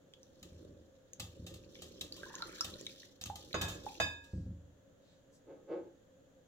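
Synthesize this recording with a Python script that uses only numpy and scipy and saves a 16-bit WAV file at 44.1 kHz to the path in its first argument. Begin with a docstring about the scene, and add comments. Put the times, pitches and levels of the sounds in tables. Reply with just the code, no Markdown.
"""A wire whisk stirs eggs and milk in a glass bowl on a wooden kitchen table: crackling wires brush the glass,
coloured crackle and swarms of bubbles make the swish, and single damped sines plop and pop.
The whisk knocks the bowl twice and is dropped against the rim: noise clacks, decaying glass modes ring.
The table thuds in low modes, then a plastic scoop sticks and slips over the wood in two short pushes.
Soft noise rustles, steady air and a faint drone lie behind; reflections place the sources in the kitchen."""
import sys
import numpy as np
from scipy import signal
from scipy.fft import rfft, irfft, next_fast_len
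from scipy.io import wavfile
from scipy.ndimage import uniform_filter1d

SR = 44100
rng = np.random.default_rng(int(sys.argv[2]) if len(sys.argv) > 2 else 0)


def master(y):
    """Save y as 16-bit WAV."""
    cut = np.clip(np.atleast_2d(y).T, -1, 1)
    pcm = np.round(cut * 32767)  # scale
    wavfile.write(sys.argv[1], SR, pcm.astype(np.int16))


N = 285327  # length in samples

# wires brushing the glass: [t/s, level/dB, attack time constant/s: short for a tap, longer for a sweep]
WIRE_BRUSHES = [(0.4273, -52, 0.00062), (1.197, -38.5, 0.001), (1.464, -45, 0.0037), (1.539, -51, .001),
                (1.819, -44.5, 0.0013), (2.0099, -42, .0004), (2.164, -51.5, 0.00027),
                (2.644, -40, 0.00035), (3.2122, -44, 0.00023), (3.256, -42.5, 0.0017),
                (3.3554, -46, 0.00036), (3.6124, -34, 0.00075), (3.681, -34.5, .008),
                (4.238, -57.5, 0.0022)]
# hard knocks on the bowl: [t/s, ring level/dB, clack level/dB, clack t60/s, ring length/share of the free ring]
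BOWL_KNOCKS = [(3.5421, -39, -33, 0.088, 1.16), (3.612, -37, -48.5, 0.45, 1.04),
               (4.0002, -29.5, -30.5, 0.059, 1.34)]
# scratch of the wires: [f/Hz, level/dB]
WIRE_SPECTRUM = [(1200, -50), (2300, -19), (3100, 4.5), (3900, 2.5), (4400, -1), (5500, -1.5), (6700, -0.5),
                 (8500, -8), (11500, -10), (16000, -11.5)]
# churned batter, also the noise of a table bump: [f/Hz, level/dB]
CHURN_SPECTRUM = [(25, -2.5), (55, 0.5), (160, 2.5), (330, 7), (430, -3.5), (570, 4.5), (780, -35),
                  (1300, -19), (2500, -79)]
# wet swish, also the snap of a bursting film: [f/Hz, level/dB]
SWISH_SPECTRUM = [(1200, -34), (2200, -12), (3200, 9.5), (4500, 8), (6900, 9), (8400, -14), (12000, -2.5),
                  (16000, -11)]
# hand-damped bowl wall: [f/Hz, width/Hz, level/dB]
WALL_PEAKS = [(760, 380, -5), (1234, 20.5, 8.5), (1736, 205, -7)]
SIDES = np.array([[.5], [-.5]])  # shares of a pan or lag at the two microphones


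def amp(db):
    """Decibels to gain."""
    return 10 ** (np.asarray(db) / 20)


def unit(x):
    """Scale to rms 1."""
    return x / np.sqrt(np.mean(x ** 2) + 1e-20)


def fade(t, t60):
    """A decay that loses 60 dB in t60 seconds."""
    return np.exp(-np.log(1000) * t / t60)


def swell(t, attack):
    """A soft onset with a time constant in seconds."""
    return 1 - np.exp(-t / attack)


def seconds(n):
    """The times of n samples."""
    return np.arange(n) / SR


def along(points, hz):
    """Read (frequency, value) points on a log frequency axis."""
    f, v = np.transpose(points)
    return np.interp(np.log(hz + 1), np.log(f + 1), v)


def add(track, s, sound):
    """Mix a sound into a track at time s."""
    start = max(round(s * SR), 0)
    part = sound[..., :N - start]
    track[..., start:start + part.shape[-1]] += part


def filtered(x, response):
    """Multiply the spectrum of x by a response of frequency."""
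    n = x.shape[-1]
    m = next_fast_len(n + SR // 8)
    return irfft(rfft(x, m) * response(np.fft.rfftfreq(m, 1 / SR)), m)[..., :n]


def colour(x, spectrum):
    """Shape x by a spectrum, at rms 1."""
    return unit(filtered(x, lambda hz: amp(along(spectrum, hz))))


def dull(x, edge_hz):
    """Roll off the treble of x above the edge."""
    return filtered(x, lambda hz: 1 / np.sqrt(1 + (hz / edge_hz) ** 8))


def resonate(x, peaks):
    """Pass x through a body's resonances, summed with alternating sign, at rms 1."""
    def response(f):
        total = 0
        for k, (centre, width, db) in enumerate(peaks):
            band = 1j * f * width
            total = total + (-1) ** k * amp(db) * band / (centre * centre - f * f + band)
        return total
    return unit(filtered(x, response))


def diffuse(pair):
    """Turn two unrelated signals into stereo: nearly one in the bass, apart in the treble."""
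    # left-right likeness of diffuse sound: [f/Hz, correlation]
    likeness = [(100, 0.85), (300, 0.77), (700, 0.38), (1500, 0.039), (8000, 0.034)]
    turn = lambda hz: np.arccos(np.clip(along(likeness, hz), -1, 1)) / 2
    mid, side = filtered(pair, lambda hz: np.array([np.cos(turn(hz)), np.sin(turn(hz))]))
    return np.array([mid + side, mid - side])


def crackle(n, rate):
    """Random tiny impacts of uneven size, rate a second on average, at rms 1."""
    return unit((rng.random(n) < rate / SR) * rng.standard_normal(n))


def bubble(t, hz, t60, rise, attack):
    """A bubble's damped ring; its pitch climbs by rise octaves as it nears the surface."""
    pitch = hz * 2 ** (rise * np.minimum(t / t60, 1))
    return np.sin(2 * np.pi * np.cumsum(pitch, axis=-1) / SR) * fade(t, t60) * swell(t, attack)


def bubbles(hz, octaves, cycles, rise, range_db, count):
    """A swarm of bubbles of random time, size and loudness; each dies over a number of cycles, at rms 1."""
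    when = rng.random(count)
    size = rng.standard_normal((count, 1))
    loud = rng.random((count, 1))
    pitch = np.minimum(hz * 2 ** (octaves * size), SR / 3)
    k = np.arange(SR // 25)
    rings = amp(range_db * loud) * bubble(k / SR, pitch, cycles / pitch, rise, attack=0.00019)
    places = (when * N).astype(int)[:, None] + k
    return unit(np.bincount(places.ravel(), rings.ravel(), N)[:N])


def stir_gains(rows):
    """One gain curve per level column, silent outside the rows; slower strokes are pushed further down."""
    brisk_db, growth = -52, 1.4  # level of brisk stirring; how much faster levels below it fall away
    s, *cols = np.transpose(rows)
    curves = []
    for col in cols:
        level = brisk_db + growth * (col - brisk_db)
        curves.append(amp(np.interp(seconds(N), s, level, left=-np.inf, right=-np.inf)))
    return curves


def wires(scratch_db=0, loop_db=-4, wall_db=-10, chatter_db=-6):
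    """The loops hit the glass one after another in a fading rattle, which rings them and knocks the bowl's wall."""
    # ring of the wire loops: [f/Hz, width/Hz, level/dB]
    loop_peaks = [(2670, 120, -12.5), (3330, 31, 2), (3570, 91, -12), (3980, 21, -41), (4850, 140, -23),
                  (6000, 170, -15), (6500, 24, -8), (6760, 19, 6)]
    out, t = np.zeros(N), seconds(SR // 3)
    # each brush is a quick rattle and a softer, longer scrape
    decay = fade(t, t60=0.033) + amp(-13.5) * fade(t, t60=0.29)
    for s, db, attack in WIRE_BRUSHES:
        contacts = crackle(len(t), rate=5400)
        scratch = amp(scratch_db) * colour(contacts, WIRE_SPECTRUM)
        loops = amp(loop_db) * resonate(contacts, loop_peaks)
        knock = amp(wall_db) * resonate(contacts, WALL_PEAKS)
        add(out, s, amp(db) * (scratch + loops + knock) * decay * swell(t, attack))

    # a hard knock sets the loops chattering on the wall
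    shake_db = -22.5  # relative to the ring level
    for s, ring_db, *_ in BOWL_KNOCKS:
        contacts = crackle(len(t), rate=3000)
        chatter = resonate(contacts, WALL_PEAKS) + amp(chatter_db) * colour(contacts, WIRE_SPECTRUM)
        add(out, s, amp(ring_db + shake_db) * chatter * fade(t, t60=0.25) * swell(t, attack=0.017))
    return out


def liquid(churn_db=2, gurgle_db=3, fizz_db=-2, swish_db=-1, tick_db=-5, slosh_db=4.0):
    """The stroke churns the batter, folds in air and tears the foam in uneven sloshes; wires tick as they cross."""
    # stirring strength, before stir_gains: [t/s, churn level/dB, wet swish level/dB]
    strokes = [(0.0, -74, -83), (0.41, -68.5, -71.5), (0.66, -60.5, -71.5), (0.8, -65, -76),
               (1.01, -79, -77.5), (1.28, -66, -73), (1.45, -63, -71), (2.04, -60.5, -65.5),
               (2.21, -60.5, -61), (2.73, -60.5, -58.5), (2.81, -59.5, -61), (2.99, -70, -64),
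               (3.24, -73, -78), (3.41, -66.5, -62), (3.6, -60, -70), (3.71, -58, -64),
               (3.94, -63.5, -60.5), (4.0, -62, -66.5)]
    # air folded in by the fastest strokes, before stir_gains: [t/s, level/dB]
    folded_air = [(2.1, -77), (2.266, -63), (2.388, -61), (2.492, -61.5), (3.0, -78)]
    churn, swish = stir_gains(strokes)
    gurgle, = stir_gains(folded_air)
    range_db = 24  # loudness spread of the bubbles

    slosh = unit(amp(slosh_db * unit(uniform_filter1d(rng.standard_normal(N), size=900))))
    body = amp(churn_db) * churn * colour(crackle(N, rate=350), CHURN_SPECTRUM)
    air_swarm = bubbles(hz=1626, octaves=0.42, cycles=77, rise=0.72, range_db=range_db, count=2200)
    air = amp(gurgle_db) * gurgle * air_swarm
    foam_swarm = bubbles(hz=4350, octaves=0.455, cycles=24, rise=0.21, range_db=range_db, count=1600)
    fizz = amp(fizz_db) * foam_swarm
    film = amp(swish_db) * colour(crackle(N, rate=2200), SWISH_SPECTRUM)
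    ticks = amp(tick_db) * colour(crackle(N, rate=120), WIRE_SPECTRUM)
    return body + air + swish * (slosh * (fizz + film) + ticks)


def plops(plop_db=4):
    """Single air pockets close behind the whisk and plop; the bigger, the lower and longer."""
    # closing air pockets: [t/s, level/dB before plop_db, f/Hz an eighth of the way through the decay]
    pockets = [(2.233, -41, 1597), (2.341, -48, 1060), (2.424, -36.5, 1355), (2.6087, -35.5, 1310),
               (2.869, -47.5, 2240), (3.3, -38, 824), (3.865, -37.5, 843)]
    cycles, rise = 58, .36  # cycles until a plop has died; octaves that its pitch climbs meanwhile
    out, t = np.zeros(N), seconds(SR // 6)
    for s, db, hz in pockets:
        start_hz = hz * 2 ** (-rise / 8)
        add(out, s, amp(db + plop_db) * bubble(t, start_hz, cycles / hz, rise, attack=0.00015))
    return out


def pops(pop_db=9, snap_db=-7):
    """Small bubbles ring briefly and burst with a noisy snap of their film."""
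    # bursting bubbles: [t/s, level/dB before pop_db, starting f/Hz]
    bursts = [(.137, -52.5, 3220), (0.2313, -53.5, 5700), (1.1335, -40.5, 6180), (2.0123, -36, 3640),
              (2.1236, -39, 4420), (2.3537, -37, 6230), (2.4217, -35.5, 3960), (2.609, -26.5, 5080),
              (2.7394, -46, 3800), (2.812, -42.5, 6530), (2.8662, -36.5, 3630), (3.239, -35, 6070),
              (3.53, -39.5, 3860)]
    cycles = 46  # cycles until a pop has died
    out, t = np.zeros(N), seconds(SR // 16)
    for s, db, hz in bursts:
        snap = amp(snap_db) * colour(rng.standard_normal(len(t)), SWISH_SPECTRUM) * fade(t, t60=0.0031)
        ring = bubble(t, hz, cycles / hz, rise=0.52, attack=0.00019)
        add(out, s, amp(db + pop_db) * (ring + snap))
    return out


def clacks():
    """A hard knock on the bowl starts with a dry clack of decaying noise."""
    # clack of the struck bowl: [f/Hz, level/dB]
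    clack_spectrum = [(120, -20), (330, 3), (580, -3.5), (720, -4.5), (1000, 0), (1300, -3), (1950, -11.5),
                      (3600, -16), (5600, -27), (6600, -13), (9000, -77), (16000, -58)]
    out, t = np.zeros(N), seconds(SR // 3)
    for s, _, db, t60, _ in BOWL_KNOCKS:
        add(out, s, amp(db) * colour(rng.standard_normal(len(t)), clack_spectrum) * fade(t, t60))
    return out


def ringing(pan_db=-2, apart=.13, answer_db=-5, blur_hz=35):
    """The glass modes ring on, scaled in length by each knock; the room answers with a blurred copy of them."""
    # free ring of the glass bowl: [f/Hz, level/dB, t60/s]
    glass_modes = [(934, -25, 0.69), (1647, -6.5, 0.46), (1719, -9.5, 0.4), (2550, -5, 0.35),
                   (3643, -4.5, 0.33), (4060, -21.5, 0.11), (4900, -12, 0.29), (6500, -14.5, 0.12),
                   (7180, -17.5, 0.065), (7060, -26.5, 0.51), (7900, -24, 0.15), (8560, -30.5, 0.18),
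                   (9600, -34, 0.19), (11530, -24, 0.1), (13300, -34, 0.11)]
    blurred_modes = [(hz, blur_hz, db) for hz, db, _ in glass_modes]
    out, t = np.zeros((2, N)), seconds(SR * 3 // 4)
    for s, ring_db, _, _, free in BOWL_KNOCKS:
        for hz, db, t60 in glass_modes:
            # the wall's lobes reach the two microphones out of step (phase in cycles)
            phase = rng.random() + 2 * SIDES * apart * rng.choice([-1, 1])
            tone = np.sin(2 * np.pi * (hz * t + phase))
            add(out, s, amp(ring_db + db) * fade(t, t60 * free) * tone)
        blur = resonate(rng.standard_normal((2, len(t))), blurred_modes)
        add(out, s, amp(ring_db + answer_db) * blur * fade(t, t60=.38) * swell(t, attack=.012))
    return amp(pan_db * SIDES) * out


def table(thud_db=-4, upper_db=-4, bump_db=-8, edge_hz=45):
    """Every push, knock and brush on the bowl bumps the table top and sets its modes booming."""
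    # bowl and hands pressing on the table: [t/s, level/dB before thud_db]
    presses = [(.422, -48), (.52, -45.5), (.688, -46), (1.205, -39), (1.396, -38.5), (1.521, -46.5),
               (3.265, -39.5), (4.334, -30), (4.375, -33), (4.463, -34), (4.508, -41.5)]
    # table top, before upper_db above 130 Hz: [f/Hz, level/dB, t60/s]
    board_modes = [(55.6, -13, 1), (81.43, 0, 0.64), (103, -3, 0.45), (142.5, -5, 0.32),
                   (177.1, -0.5, 0.33), (219, -19.5, 0.08), (291.8, -16.5, 0.72), (330.6, -12.5, 0.19),
                   (517, -14, 0.14)]
    out, t = np.zeros(N), seconds(SR * 3 // 4)
    boom = np.zeros(len(t))
    for hz, level, t60 in board_modes:
        boom += amp(level + upper_db * (hz > 130)) * fade(t, t60) * np.sin(2 * np.pi * hz * t)

    knocks = [(s, -35) for s, *_ in BOWL_KNOCKS]
    brushes = [(s, db - 5.5) for s, db, _ in WIRE_BRUSHES]  # a little under the brush itself
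    for s, db in list(presses) + knocks + brushes:
        noise = dull(colour(rng.standard_normal(len(t)), CHURN_SPECTRUM), edge_hz=240)
        bump = amp(bump_db) * noise * fade(t, t60=0.43)
        add(out, s, amp(db + thud_db) * (boom + bump) * swell(t, attack=0.0017))
    return filtered(out, lambda hz: (1j * hz / (edge_hz + 1j * hz)) ** 2)  # deep bass below about 45 Hz is rolled off


def scoop(slide_db=1, slip_hz=150, scatter=.22, grit=0.31):
    """The plastic scoop sticks and slips on the wood, ringing its cup; each push swells and dies away."""
    # pushes of the scoop: [t/s at the peak, level/dB before slide_db]
    slides = [(5.511, -52.5), (5.731, -41)]
    # resonances of the cup: [f/Hz, width/Hz, level/dB]
    cup_peaks = [(201, 12, -5), (274, 17, 2), (340, 37.6, 4), (456, 50.3, 5), (533, 79, 0), (852, 39, -4.5),
                 (1090, 59, -17), (1254, 17, -12), (1620, 470, -28), (3300, 510, -60)]
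    rise_s, t60 = 0.035, 0.38
    wander = unit(uniform_filter1d(rng.standard_normal(N), size=300))
    slip_rate = slip_hz * np.exp(scatter * wander)
    slips = np.diff(np.floor(np.cumsum(slip_rate) / SR), prepend=0)  # one click per slip
    t = seconds(N)
    push = np.zeros(N)
    for s, db in slides:
        before, after = np.minimum(t - s, 0), np.maximum(t - s, 0)
        push += amp(db) * np.exp(-(before / rise_s) ** 2) * fade(after, t60)
    rub = resonate(unit(slips) + grit * rng.standard_normal(N), cup_peaks)
    return amp(slide_db) * push * dull(rub, edge_hz=4200)


def gloves(spread=0.34):
    """Soft bands of noise swell and fade as gloves and sleeves brush the table and each other."""
    # rustles: [t/s at the peak, level/dB, f/Hz, half length/s]
    rustles = [(4.342, -77, 4910, 0.12), (4.606, -69.5, 136, 0.19), (5.104, -79, 215, 0.8),
               (5.105, -78, 3900, 0.08), (5.353, -74, 6300, 0.028)]
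    t, out = seconds(N), np.zeros(N)
    for s, db, hz, half in rustles:
        rub = dull(resonate(rng.standard_normal(N), [(hz, spread * hz, 0)]), 2 * hz)
        out += amp(db) * np.exp(-((t - s) / half) ** 2) * rub
    return out


def room_tone(air_db=-69, drone_db=-67):
    """Steady diffuse air noise with a faint low drone of resonant noise."""
    # room air: [f/Hz, level/dB]
    air_spectrum = [(25, -6), (100, 3.5), (190, 0.5), (400, -7.5), (850, -21.5), (1700, -13.5), (2250, -27),
                    (3300, -18), (5200, -29), (6900, -16.5), (8300, -35), (16000, -32)]
    # faint drone: [f/Hz, width/Hz, level/dB]
    drone_peaks = [(192, 29, -19), (276.2, 6.8, -1.5), (529, 35.4, -2.5)]
    noise = lambda: diffuse(rng.standard_normal((2, N)))
    air = amp(air_db) * colour(noise(), air_spectrum)
    drone = amp(drone_db) * dull(resonate(noise(), drone_peaks), edge_hz=3300)
    return air + drone


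def placed(x, pan_db, lag_ms, wet_db, near_db):
    """The direct sound at two microphones, with quick reflections off the table and the kitchen's tail."""
    # decay of the kitchen: [f/Hz, t60/s]
    kitchen_decay = [(150, 0.56), (1000, 0.34), (4000, 0.21), (14000, 0.11)]
    hz, t, z = signal.stft(rng.standard_normal((2, SR // 2)), SR, nperseg=256)
    tail = signal.istft(z * fade(t, along(kitchen_decay, hz)[:, None]), SR, nperseg=256)[1]
    near = rng.standard_normal(tail.shape) * fade(seconds(tail.shape[1]), t60=0.014)
    far_part = amp(wet_db) * tail / np.linalg.norm(tail[0])
    near_part = amp(near_db) * near / np.linalg.norm(near[0])
    echo = diffuse(far_part + near_part)

    lag = lambda f: np.exp(-2j * np.pi * f * SIDES * lag_ms / 1000)
    direct = filtered(x, lambda f: amp(pan_db * SIDES) * lag(f))
    late = np.pad(x, (SR // 1000, 0))[None]  # reflections start 1 ms later
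    return direct + signal.fftconvolve(late, echo, axes=1)[:, :N]


def scene():
    """Everything on the table, heard in the kitchen; the table's boom reaches both microphones alike."""
    whisk = placed(wires() + gloves(), pan_db=-1, lag_ms=-.15, wet_db=-3, near_db=-1)
    batter = placed(liquid(), pan_db=-2.5, lag_ms=-.11, wet_db=-2.5, near_db=1)
    drops = placed(plops() + pops(), pan_db=-1.5, lag_ms=-.11, wet_db=-8, near_db=-11)
    glass = placed(clacks(), pan_db=-3, lag_ms=-0.12, wet_db=-1, near_db=3.0) + ringing()
    plastic = placed(scoop(), pan_db=-2.0, lag_ms=0.024, wet_db=-8.0, near_db=0)
    return whisk + batter + drops + glass + table() + plastic + room_tone()


def record(dry):
    """Nothing is kept above the band limit of 16.2 kHz."""
    return filtered(dry, lambda hz: hz < 16200)


dry = scene()
out = record(dry)
master(out)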